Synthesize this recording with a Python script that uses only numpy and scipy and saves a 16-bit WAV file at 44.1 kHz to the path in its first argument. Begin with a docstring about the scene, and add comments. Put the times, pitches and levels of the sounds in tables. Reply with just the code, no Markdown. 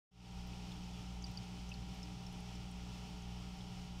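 """A quiet room, the microphone close to a small enclosure where beetles feed.
An appliance hums behind them: mains buzz, a motor turning just below the mains rate, and the hiss
of its air. The feeding makes tiny wet ticks that fall in pitch and reflect off the enclosure walls.
The sound fades in at the start."""
import sys
import numpy as np
from scipy import signal
from scipy.fft import rfft, irfft
from scipy.io import wavfile

SR = 44100
rng = np.random.default_rng(int(sys.argv[2]) if len(sys.argv) > 2 else 0)


def log_audio(samples):
    """Write samples as a 16-bit WAV file to the path given in sys.argv[1]."""
    # one column per channel
    frames = np.atleast_2d(samples).T
    # limit to full scale, then quantise
    limited = np.clip(frames, -1, 1)
    pcm = np.round(limited * 32767).astype(np.int16)
    wavfile.write(sys.argv[1], SR, pcm)


N = 176400

# The mains buzz. Each row: multiple of the mains rate, level in dB.
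MAINS_HARMONICS = [(1, -64), (2, -56), (3, -52), (4, -75), (5, -71), (6, -78), (7, -71), (9, -81),
                   (10, -78), (12, -77), (13, -67), (14, -73), (15, -79), (16, -73), (17, -87), (18, -82),
                   (19, -84), (20, -82), (21, -82), (22, -85), (23, -87)]
# The motor's tones. Each row: multiple of the shaft rate, level in dB.
MOTOR_ORDERS = [(1, -52.5), (2, -66.5), (4, -74), (5, -85), (10, -84), (11, -77.5), (12, -103.5), (23, -81),
                (24, -79.5), (39, -83.5), (41, -89), (48, -83.5), (52, -74)]
# Other low tones in the room. Each row: frequency in Hz, level in dB.
LOW_DRONES = [(24.8, -69.5), (50.8, -76), (103.3, -73.5), (110.1, -69), (140.7, -71), (303.8, -77.5)]
# The spectrum of the moving air. Each row: frequency in Hz, relative density in dB.
AIR_SPECTRUM = [(10, -20), (22, -0.5), (50, 1.5), (90, -5), (125, -2), (155, -5.5), (195, 2), (220, -13.5),
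                (285, -9), (325, -20), (400, -11.5), (450, -16), (500, -21.5), (680, -19.5), (760, -12.5),
                (920, -13), (1020, -22), (1370, -19.5), (1580, -25.5), (2100, -21), (2600, -16.5),
                (2950, -15), (3200, -18), (3330, -16), (3800, -21), (4350, -21), (4650, -20), (5500, -18.5),
                (6200, -24), (7500, -28.5), (8700, -32), (10000, -36.5), (14000, -42.5), (15600, -44)]
# The wet ticks of feeding. Each row: start in seconds, settled pitch in Hz, ring peak in dB,
# swell in seconds, decay in seconds, level of the noisy snap in dB.
FEEDING_TICKS = [ (.4705, 12000, -68, .0005, .0015, -66), (.531, 2500, -53, 0.0022, .004, -66),
                 (.718, 3420, -48.5, 0.0027, .003, -54), (.836, 5370, -55, 0.0018, .003, -70),
                 (1.223, 5850, -49.5, 0.0011, 0.0022, -65), (1.2402, 4660, -39.5, 0.0029, 0.0028, -62),
                 (1.266, 5450, -49.5, .002, .0025, -63), (1.3118, 13200, -63, .0005, .0015, -64),
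                 (1.3725, 4570, -38, .0028, 0.0014, -57), (1.431, 6300, -60, .001, 0.0024, -70),
                 (1.691, 5850, -51.5, 0.0012, 0.003, -60), (1.716, 2610, -42, 0.0033, 0.0048, -66),
                 (1.739, 4160, -45, .002, 0.0018, -57), (1.946, 11000, -65, .0005, .002, -67),
                 (2.0295, 5140, -45, 0.0023, .0035, -58), (2.265, 5280, -47.5, 0.0024, 0.0024, -58),
                 (2.3262, 10030, -60, .0006, 0.0016, -66), (2.404, 8700, -57, 0.00076, 0.0011, -66),
                 (2.552, 5200, -50.5, 0.0022, .003, -68), (2.555, 7100, -59, 0.0012, 0.0017, -66),
                 (2.7125, 8250, -57.5, 0.00076, .0025, -63), (3.222, 5900, -54, .001, .0018, -66),
                 (3.5708, 9800, -65, .0005, .0015, -69), (3.607, 3300, -50, 0.0029, 0.0023, -62), ]


def amp(db):
    """Decibels to gain."""
    return 10 ** (np.asarray(db) / 20)


def unit_rms(x):
    """Scales to rms 1."""
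    return x / np.sqrt(np.mean(x ** 2) + 1e-20)


def add(mix, start_s, sound):
    """Mixes a sound in at a time."""
    part = mix[max(round(start_s * SR), 0):][:len(sound)]
    part += sound[:len(part)]


def drift(rate_hz):
    """Random wander of rms 1, mostly slower than the given rate."""
    hz = np.fft.rfftfreq(N, 1 / SR)
    spectrum = rfft(rng.standard_normal(N)) * (hz > 0)
    return unit_rms(irfft(spectrum / (1 + (hz / rate_hz) ** 4), N))


def tones(rows, base_hz, slip_hz, waver_db, waver_hz):
    """Sines on multiples of one slightly unsteady rate, each wavering in level."""
    turns = np.cumsum(base_hz + slip_hz * drift(1.8)) / SR
    out = np.zeros(N)
    for multiple, db in rows:
        peak = np.sqrt(2) * amp(db + waver_db * drift(waver_hz))
        out += peak * np.sin(2 * np.pi * (multiple * turns + rng.random()))
    return out


def appliance_hum(mains_hz=60.013, shaft_hz=58.703):
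    """Steady mains buzz beats against the orders of the motor, over a few low drones."""
    buzz = tones(MAINS_HARMONICS, mains_hz, slip_hz=0.0082, waver_db=0.07, waver_hz=1.4)
    motor = tones(MOTOR_ORDERS, shaft_hz, slip_hz=0.022, waver_db=1.5, waver_hz=2.6)
    drones = tones(LOW_DRONES, base_hz=1, slip_hz=0.0007, waver_db=5.1, waver_hz=3)
    return buzz + motor + drones


def appliance_air(level_db=-54.5, ripple_db=0.9, ripple_hz=25, flutter_db=0.74):
    """Even hiss and rumble of moving air, finely coloured by the resonances of the room."""
    hz = np.fft.rfftfreq(N, 1 / SR)
    row_hz, row_db = np.transpose(AIR_SPECTRUM)
    contour_db = np.interp(np.log(hz + 1), np.log(row_hz + 1), row_db)
    knots = np.arange(0, SR / 2, ripple_hz)
    resonances = np.interp(hz, knots, rng.standard_normal(N)[:len(knots)])
    low_cut = hz / np.hypot(hz, 10)
    colour = amp(contour_db + ripple_db * resonances) * low_cut
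    level = amp(level_db + flutter_db * drift(rate_hz=7.1))
    return level * unit_rms(irfft(rfft(rng.standard_normal(N)) * colour, N))


def wet_tick(hz, ring_db, swell_s, decay_s, snap_db, sweep_hz=2200, sweep_s=0.00092):
    """A wet snap whose ring drops quickly to its pitch, swells and dies."""
    t = np.arange(0, .03, 1 / SR)
    pitch = hz + sweep_hz * np.exp(-t / sweep_s)
    envelope = np.minimum(t / swell_s, 1) * np.exp(-np.maximum(t - swell_s, 0) / decay_s)
    ring = envelope * np.sin(2 * np.pi * np.cumsum(pitch) / SR)
    # A brief spray of noise as it breaks, in a band just above the settled pitch.
    band = signal.butter(1, [hz, hz + 2200], "bandpass", fs=SR)
    spray = unit_rms(signal.lfilter(*band, rng.standard_normal(len(t))))
    snap = spray * np.minimum(t / .001, 1) * np.exp(-t / .003)
    return amp(ring_db) * ring + amp(snap_db) * snap


def enclosure(x, tail_db=-14, tail_t60_s=0.088):
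    """The direct sound, two reflections off the close walls and a short diffuse tail."""
    t = np.arange(0, .12, 1 / SR)
    response = rng.standard_normal(len(t)) * 1e-3 ** (t / tail_t60_s)
    response *= amp(tail_db) / np.linalg.norm(response)
    for delay_s, db in [(.0039, -8), (.0078, -17)]:
        add(response, delay_s, amp([db]))
    return x + signal.fftconvolve(x, response)[:N]


def beetles():
    """The ticks of feeding in the enclosure, close to the microphone."""
    ticks = np.zeros(N)
    for start_s, *settings in FEEDING_TICKS:
        add(ticks, start_s, wet_tick(*settings))
    return enclosure(ticks)


def scene():
    """Hum, air and beetles at one microphone."""
    return (appliance_hum() + appliance_air() + beetles())[None]


def record(dry, silence_s=0.11, fade_s=0.28, floor=0.03, cutoff_hz=15700):
    """The microphone's signal fades in from silence, with the highest treble cut off."""
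    t = np.arange(N) / SR - silence_s
    opening = np.clip(t / .005, 0, 1)
    rise = np.clip(t / fade_s, 0, 1) ** 1.05
    fade = opening * (floor + (1 - floor) * rise)
    lowpass = signal.firwin(511, cutoff_hz, window=("kaiser", 9), fs=SR)
    return signal.oaconvolve(dry * fade, lowpass[None], "same")


dry = scene()
out = record(dry)
log_audio(out)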